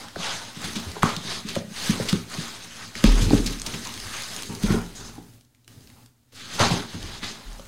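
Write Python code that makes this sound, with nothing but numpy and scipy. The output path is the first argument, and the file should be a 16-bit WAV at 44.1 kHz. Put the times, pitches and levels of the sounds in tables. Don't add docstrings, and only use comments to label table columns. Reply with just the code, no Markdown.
import sys
import numpy as np
from scipy import signal
from scipy.fft import rfft, irfft, next_fast_len
from scipy.io import wavfile
from scipy.ndimage import uniform_filter1d, map_coordinates

SR = 44100
rng = np.random.default_rng(int(sys.argv[2]) if len(sys.argv) > 2 else 0)


def gain_from_db(level_db):
    decades = np.asarray(level_db, float) / 20
    return 10 ** decades


def dump(signal):
    limited = np.clip(np.atleast_2d(signal).T, -1, 1)
    pcm = np.round(limited * 32767).astype(np.int16)
    wavfile.write(sys.argv[1], SR, pcm)


N = 338247

# f/Hz, density/dB
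HISS_SPECTRUM = [(15, -51), (25, -10.5), (84, -4.5), (117, 0), (190, -15.5), (242, -3), (363, -18),
                 (863, -23.5), (1020, -25.5), (1480, -26.5), (2350, -28.5), (5140, -26), (16000, -30)]
# f/Hz, level/dB
MAINS_HUM = [(118.5, -52), (237, -61)]
# f/Hz, t60/s
ROOM_DECAY = [(100, 0.12), (500, 0.35), (2000, 0.42), (12000, 0.04)]
# f/Hz, rise/s
STAND_SWAY = (37.7, .022)
# t/s, level/dB, t60/s
STAND_JOLTS = [
    (2.1, -36, 0.36),
    (3.047, -2.5, 0.87),
    (3.34, -19, 0.77),
    (4.0, -30.5, 0.36),
    (4.63, -16, 0.67),
    (5.0, -40.5, 1),
    (6.6, -37, 0.55),
    (7.0, -30.5, 0.84),
    (7.455, -24, 0.54),
]
# f/Hz, width/Hz, depth/0-1
GRILLE_DIP = (5710, 250, 0.28)
# starts closing t/s, springs open t/s
GATE_PAUSES = [
    (5.36, 5.676),
    (6.03, 6.321),
]

# f/Hz, width/Hz, level/dB
DESK_MODES = [(70, 85, -14.5), (109, 15.6, -4), (172, 9.6, -2.5), (229.7, 14, -1.5), (269.2, 20, -4.5),
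              (333, 70, -10), (398, 36, -5), (480, 65, -12)]
# f/Hz, width/Hz, level/dB
WALL_MODES = [(560, 250, -0.5), (928, 232, 4.5), (1068, 127, 3), (1393, 76, 6.5), (2050, 540, -16)]
# f/Hz, density/dB
FOAM_SPECTRUM = [(710, -45.5), (1200, 1.5), (1640, 0.5), (2130, -2.5), (2700, -1.5), (3870, 1.5),
                 (4990, -1.5), (5760, -5.5), (6260, -2.5), (6930, -9), (9000, -17), (11700, -24),
                 (19800, -120)]
# f/Hz, density/dB
FIZZ_SPECTRUM = [(3820, -19), (6500, -5.5), (6900, -10.5), (9480, -7), (11700, -15.5), (13900, -15),
                 (16000, -22)]

# t/s, peak level/dB, colour f/Hz
FOAM_SNAPS = [(0.0842, -28, 3600), (0.159, -26.5, 1860), (0.9163, -22.5, 4450), (1.0306, -7.5, 1750),
              (1.0944, -18.5, 1880), (1.1648, -14.5, 3620), (1.5544, -17, 1680), (2.1276, -13, 3670),
              (2.9537, -17, 1970), (3.04, -6, 3300), (3.3039, -16, 3860), (3.5874, -25, 6030),
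              (3.5977, -17, 6400), (3.6172, -15.5, 8200), (3.8714, -20, 6070), (3.8911, -21, 2580),
              (3.9394, -20.5, 4110), (3.9764, -21, 3070), (3.9998, -19, 4970), (4.0587, -31.5, 8500),
              (4.2353, -21, 4890), (4.363, -14, 7450), (4.4223, -18, 8700), (4.4324, -19.5, 3585),
              (4.5501, -19, 4700), (4.6339, -20.5, 3200), (6.5939, -11, 4330), (7.0279, -21.5, 3520),
              (7.5951, -32.5, 3036)]
# t/s, peak level/dB, colour f/Hz
WRAP_TICKS = [(5.3358, -41, 4010), (5.4096, -35, 4775), (5.449, -40, 4000), (5.5478, -34, 5290),
              (5.556, -42, 4500), (5.6451, -36, 2940), (5.678, -29.5, 4950), (5.8067, -41, 2830),
              (5.8731, -35, 2083), (5.9005, -38, 2040), (6.0601, -32.5, 4480), (6.32, -43.5, 6660)]
# t/s, peak level/dB, colour f/Hz, swell/s
SHORT_SCUFFS = [(0.6426, -15.5, 4310, 0.0054), (0.7561, -15, 3570, 0.0054), (1.0238, -12, 1460, 0.0042),
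                (1.487, -15, 4240, 0.0036), (1.5027, -34, 3740, 0.0043), (1.7602, -22, 3395, 0.0085),
                (2.087, -9.5, 4200, 0.0053), (2.3027, -46, 4440, 0.005), (3.2098, -13.5, 4830, 0.013),
                (3.3754, -17, 3530, 0.0049), (3.461, -10.5, 5430, 0.0052), (3.4746, -16, 3470, 0.0025),
                (3.5314, -19.5, 4270, 0.0031), (3.6643, -13, 5230, 0.0032), (3.7388, -20, 2600, 0.0058),
                (3.8488, -20, 4340, 0.005), (4.1305, -20.5, 2480, 0.01), (4.9523, -28, 6300, 0.005),
                (6.345, -32.5, 5320, 0.016), (6.5296, -23, 5930, 0.019), (6.6044, -12, 3600, 0.0059),
                (6.7126, -18, 4430, 0.0035), (7.2295, -21, 1880, 0.0063), (7.235, -27, 1777, 0.0067)]
# t/s, peak level/dB, colour f/Hz, swell/s
SLOW_SWISHES = [
    (3.855, -26.5, 1000, 0.015),
    (4.49, -29.5, 930, 0.02),
    (4.95, -28.5, 6500, 0.024),
    (4.95, -38, 3560, 0.027),
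    (5.04, -29.5, 6270, 0.022),
    (5.04, -36.5, 5100, .02),
    (5.15, -38, 898, 0.017),
    (5.96, -45, 894, 0.015),
]

# t/s, peak level/dB, pitch f/Hz, desk ring re peak level/dB
SOFT_KNOCKS = [(0.563, -29.5, 178, -2), (0.639, -26, 172, -15), (0.76, -18, 216, -14),
               (0.858, -25.5, 83.5, -2), (1.028, -12.5, 161, -2), (1.165, -23, 172, -11),
               (1.246, -26, 215, -5), (1.447, -21, 207, -16), (1.561, -25, 167, -30),
               (1.8918, -5.5, 195, -12.5), (2, -18, 125, 0), (2.125, -5.5, 190, -14),
               (2.379, -21.5, 157, -19), (3.0384, 1, 218, -12), (3.213, -10.5, 110, -15),
               (3.253, -12, 100.6, -13), (3.734, -26.5, 164, 1), (3.954, -37, 241, 1),
               (4.047, -31, 99, -18), (4.487, -22, 107, 4.5), (4.634, -7.5, 197, -10.5),
               (4.699, -8, 199, -5), (5.177, -29.5, 256, 0.5), (5.767, -35, 117, -17.5),
               (6.598, -14, 115, -18), (6.708, -12, 170, -16), (6.718, -19, 115, -14),
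               (6.935, -27.5, 93, 10.5), (7.026, -29.5, 81, -3), (7.226, -26, 232, -15)]
# t/s, peak level/dB, pitch f/Hz, desk ring re peak level/dB
EDGE_TAPS = [(.1590, -21, 1480, -14), (0.1607, -20.5, 650, -6), (.187, -29, 175, -7),
             (0.642, -25.5, 1490, -22.5), (.965, -26.5, 417, -17), (.9655, -24, 920, -17.5),
             (1.0316, 2.5, 1150, -20.5), (1.564, -11.5, 558, -7), (1.9989, -13, 480, -13),
             (2.129, -17.5, 1330, -3.5), (2.953, -18.5, 1870, -19.5), (3.0395, -9.5, 520, -20),
             (3.0402, -15, 1146, -19.5), (3.0402, -10.5, 1850, -17.5), (3.297, -21, 2670, -29.5),
             (3.3067, -9, 278, -8), (3.3075, -13.5, 810, -23), (3.3305, 0.5, 269, -7.5),
             (3.3328, -12, 596, -6), (3.3335, -21.5, 1500, -18), (3.346, -10, 187.4, -10),
             (3.3635, -18.5, 268, -14), (4.70, -17, 378, -5), (4.741, -14.5, 387.6, -0.5),
             (5.18, -34.5, 795, -17), (6.331, -48, 480, -10.5), (6.6, -14, 480, -30),
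             (6.705, -16.5, 800, -13), (7.594, -32, 560, -16), (7.5955, -35, 1200, -10)]
# first t/s, peak level/dB, pitch f/Hz, gap/s, loss per bounce/dB
EDGE_ROCKING = [
    (1.609, -29, 194, .033, -0.5),
    (3.397, -16, 232, 0.056, 4),
]

# peak t/s, rub level/dB,
# rise/s, fall/s, box wall re rub level/dB
HAND_STROKES = [(0.0, -39, 0.083, 0.19, -2.5), (0.266, -26, .12, 0.27, -5.5), (.665, -33, 0.17, 0.17, -5.5),
                (.78, -37, 0.13, 0.35, -5), (.97, -42.5, 0.078, 0.18, 1), (1.05, -29.5, 0.045, 0.22, -2),
                (1.32, -29, 0.16, .15, -7), (1.49, -34, 0.051, 0.15, -11), (1.56, -37.5, 0.038, 0.11, 0),
                (1.881, -26.5, 0.17, 0.14, -8.5), (2.0, -37, 0.14, .2, -2), (2.09, -33.5, 0.16, 0.19, -7.5),
                (2.17, -45, 0.039, 0.21, -6), (2.348, -34, 0.087, 0.51, -6),
                (2.82, -37.5, 0.27, 0.22, -9.5), (2.971, -32.5, 0.039, 0.19, -8.5),
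                (3.05, -26, 0.029, 0.21, -8), (3.21, -31, 0.14, 0.14, -3.5),
                 (3.33, -33, 0.0765, 0.27, -6.5), (3.47, -35.5, 0.061, 0.21, -7.5),
                 (3.67, -36, .045, 0.17, -1), (3.75, -40, 0.1, 1, -8), (3.87, -42.5, 0.082, 0.25, -4),
                 (4.17, -34.5, .3, 0.58, -8), (4.4, -41, 0.22, 0.083, -5), (4.64, -37.5, .04, 0.18, -5),
                 (4.719, -36, 0.15, 0.2, 4), (5.04, -45, 0.318, 0.24, -3.5), (5.72, -61, 0.21, 0.48, -21),
                 (5.96, -65, .2, 0.28, -1.5), (6.41, -39.5, .1, .4, -13.5),
                 (6.555, -33.5, 0.089, 0.1, -7.5), (6.605, -19.5, 0.023, .11, 2),
                 (6.66, -26, .08, .1, -4.5), (6.718, -27, 0.13, 0.18, -3), (6.95, -42.5, 0.17, 0.42, -3),
                 (7.14, -37.5, 0.35, 0.2, -7.5), (7.24, -30.5, 0.0315, .17, -8),
                 (7.45, -47, 0.3, 0.5, -1.5)]
# t/s, crinkly wrap level/dB, weight on the desk level/dB
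HAND_GRIP = [(0, -1, 4), (.3, -9.5, -6.5), (.7, 3.5, 5), (1.3, -4, -2.5), (1.6, -1.5, 6.5), (1.85, 4, -3.5),
             (2.2, 3, 4.5), (2.9, -6, -3), (3.3, 6, 17), (4.25, 2.5, -5), (4.55, 7, 13), (5.05, 0.5, 10),
             (5.8, 0, 11), (6.4, -8.5, -1), (6.8, -4, 8.5), (7.25, -10, -2), (7.67, 3, 8)]

SNAP_T60_S, TICK_T60_S = 0.012, 0.0123


def unit(x):
    return x / np.sqrt(np.mean(x ** 2) + 1e-20)


def along(points, hz):
    f, value = np.transpose(points)
    return np.interp(np.log(hz + 1), np.log(f + 1), value)


def curves(rows):
    times, *columns = np.transpose(rows)
    return [np.interp(np.arange(N) / SR, times, column) for column in columns]


def wobble(rate):
    knots = rng.standard_normal(int(N * rate / SR) + 4)
    return map_coordinates(knots, [np.arange(N) * rate / SR])


def filtered(x, response):
    size = next_fast_len(len(x) + SR // 2)
    spectrum = rfft(x, size) * response(np.fft.rfftfreq(size, 1 / SR))
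    return irfft(spectrum, size)[:len(x)]


def colour(spectrum):
    return lambda hz: gain_from_db(along(spectrum, hz))


def body(modes):
    def response(f):
        total = 0
        for k, (centre, width, db) in enumerate(modes):
            damping = 1j * f * width
            total = total + (-1) ** k * gain_from_db(db) * damping / (centre * centre - f * f + damping)
        return total
    return response


def add(x, s, sound):
    part = x[round(s * SR):][:len(sound)]
    part += sound[:len(part)]


def air():
    t, hum = np.arange(N) / SR, 0
    for hz, db in MAINS_HUM:
        level = gain_from_db(db - 0.5 + 1.5 * wobble(19))
        hum = hum + level * np.sin(2 * np.pi * hz * t + 0.7 * wobble(15))
    return hum + gain_from_db(-51.5) * unit(filtered(rng.standard_normal(N), colour(HISS_SPECTRUM)))


def room(x):
    hz, t, z = signal.stft(rng.standard_normal(SR // 2), SR, nperseg=256)
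    decay = gain_from_db(-60 * t / along(ROOM_DECAY, hz)[:, None])
    tail = signal.istft(z * decay, SR, nperseg=256)[1]
    late = np.pad(x, (150, 0))
    return signal.fftconvolve(late, tail / np.linalg.norm(tail))[:N]


def stand():
    out, t = np.zeros(N), np.arange(SR * 2) / SR
    hz, rise = STAND_SWAY
    sway = (1 - np.exp(-t / rise)) * np.sin(2 * np.pi * hz * t + 4.0)
    for s, db, t60 in STAND_JOLTS:
        add(out, s, gain_from_db(db - 60 * t / t60) * sway)
    return out


def crackle(envelope, hz, width, click_db):
    tone = body([(hz, width * hz, 0), (5000, 8000, click_db)])
    noise = envelope * rng.standard_normal(len(envelope))
    burst = filtered(noise, lambda f: tone(f) / (1 + 1j * f / 9000) ** 2)
    return burst / np.abs(burst).max()


def snaps():
    out, t = np.zeros(N), np.arange(SR // 6) / SR
    for table, t60, width, click_db in ((FOAM_SNAPS, SNAP_T60_S, .35, -8), (WRAP_TICKS, TICK_T60_S, .6, -3)):
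        envelope = gain_from_db(-60 * t / t60) * (1 - np.exp(-t / 0.00023))
        for s, db, hz in table:
            add(out, s, gain_from_db(db - 0.5) * crackle(envelope, hz, width, click_db))
    for table, width, click_db in ((SHORT_SCUFFS, .9, -11), (SLOW_SWISHES, .2, -26)):
        for s, db, hz, swell in table:
            u = t / swell
            add(out, s - .002, gain_from_db(db - 3.0) * crackle(u * np.exp(1 - u), hz, width, click_db))
    return out


def knocks():
    out, blows, t = np.zeros(N), np.zeros(N), np.arange(SR // 8) / SR
    bounces = [(s + k * gap, db - k * loss_db, hz, -12)
               for s, db, hz, gap, loss_db in EDGE_ROCKING for k in range(4)]
    # harder taps are briefer, dB per dB
    kinds = ((SOFT_KNOCKS + bounces, 1.2, 0, 2), (EDGE_TAPS, 0.63, 0.18, 1))
    for table, cycles, hardening, softness in kinds:
        for s, db, hz, ring_db in table:
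            s = s + 0.4 / hz
            u = t * hz / cycles * gain_from_db(hardening * db)
            swell = (u * np.exp(1 - u)) ** softness
            add(out, s, -gain_from_db(db - 1.5) * swell * np.sin(2 * np.pi * hz * t))
            push = np.hanning(round(SR * .6 / hz) + 3)
            add(blows, s, -gain_from_db(db + ring_db + 50.0) * push / push.sum())
    return out + filtered(blows, body(DESK_MODES))


def shudder():
    out, t = np.zeros(N), np.arange(SR // 2) / SR
    fade_db = -12.5 - 60 * t / .3
    for s, db, _, ring_db in SOFT_KNOCKS:
        add(out, s, gain_from_db(db + 0.56 * ring_db + fade_db) * (1 - np.exp(-t / 0.0027)))
    return out


def strokes():
    t, power = np.arange(0, N + 64, 64) / SR, 0
    steepness_db, rounding, lightest_touch_db = 20.5, 1.346, -69
    for s, db, rise, fall, wall_db in HAND_STROKES:
        away = np.where(t < s, (s - t) / rise, (t - s) / fall)
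        level_db = db - steepness_db * away ** rounding
        power = power + gain_from_db(level_db + np.array([[0], [wall_db]])) ** 2
    levels_db = 10 * np.log10(power + gain_from_db(lightest_touch_db) ** 2)
    return [np.interp(np.arange(N) / SR, t, level_db) for level_db in levels_db]


def friction(slips_per_s, spread_db, grain_db, flutter_db):
    slip = rng.random(N) < slips_per_s / SR
    sizes = gain_from_db(spread_db * np.minimum(rng.exponential(size=N), 2.5))
    grains = unit(slip * rng.choice([-1, 1], N) * sizes)
    rough = rng.standard_normal(N) + gain_from_db(grain_db) * grains
    return rough * gain_from_db(flutter_db * (wobble(25) + .7 * wobble(90)))


def patchy(x, depth_db):
    z = signal.stft(x, nperseg=256)[2]
    field = uniform_filter1d(rng.standard_normal(z.shape), size=5, axis=0)
    field = uniform_filter1d(field, size=12, axis=1)
    return signal.istft(z * gain_from_db(depth_db * unit(field)), nperseg=256)[1][:N]


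def creasing():
    folds = (rng.random(N) < 60 / SR) * rng.exponential(size=N)
    decay = gain_from_db(-60 * np.arange(SR // 20) / SR / SNAP_T60_S)
    return 1 + gain_from_db(-2) * signal.fftconvolve(folds, decay)[:N]


def dragging(rub_db, weight_db):
    bumps = friction(slips_per_s=90, spread_db=0, grain_db=-0.5, flutter_db=0.0)
    modes = body(DESK_MODES)
    desk = lambda hz: modes(hz) / (1 + 1j * hz / 450) ** 2
    shake = gain_from_db(rub_db - 7.5 + weight_db) + shudder()
    shake = np.minimum(shake, gain_from_db(-6.5))
    drag = shake / np.std(filtered(bumps, desk))
    return filtered(drag * bumps, desk)


def rubbing():
    rub_db, wall_db = strokes()
    wrap_db, weight_db = curves(HAND_GRIP)
    slide = patchy(friction(slips_per_s=1500, spread_db=6, grain_db=-5.5, flutter_db=0.58), depth_db=2.0)
    foam = gain_from_db(rub_db) * unit(filtered(slide, colour(FOAM_SPECTRUM)))
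    fizz_db = -48 + 0.68 * (rub_db + 38) + wrap_db
    fizz = gain_from_db(fizz_db) * unit(filtered(slide * creasing(), colour(FIZZ_SPECTRUM)))
    wall = gain_from_db(wall_db) * unit(filtered(slide, body(WALL_MODES)))
    return foam + fizz + wall + dragging(rub_db, weight_db)


def scene():
    hits = knocks() + snaps()
    slides = rubbing()
    reflections = room(gain_from_db(-9.5) * hits + gain_from_db(-20.0) * slides)
    return (hits + slides + reflections + stand() + air())[None]


def gate():
    t, shut = np.arange(N) / SR, 0
    for closes, opens in GATE_PAUSES:
        closing = np.clip((t - closes) / 0.117, 0, 1)
        still_shut = np.clip(1 - (t - opens) / .003, 0, 1) ** 2
        shut = shut + closing * still_shut
    return gain_from_db(-2.5 - 11 * shut)


def band_limit(x):
    return signal.sosfilt(signal.butter(12, 16450, fs=SR, output="sos"), x)


def record(dry):
    centre, width, depth = GRILLE_DIP
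    heard = filtered(dry[0], lambda hz: 1 - depth * np.exp(-((hz - centre) / width) ** 2))
    gated = heard * gate()
    treble = filtered(gated, lambda hz: hz > 1500)
    sag = .44 * uniform_filter1d(np.abs(treble), size=500)
    held = (gated - sag) / (1 + np.abs(gated / .97) ** 8) ** (1 / 8)
    finished = filtered(held, lambda hz: hz < 15830)
    return band_limit(finished[None])


dry = scene()
out = record(dry)
dump(out)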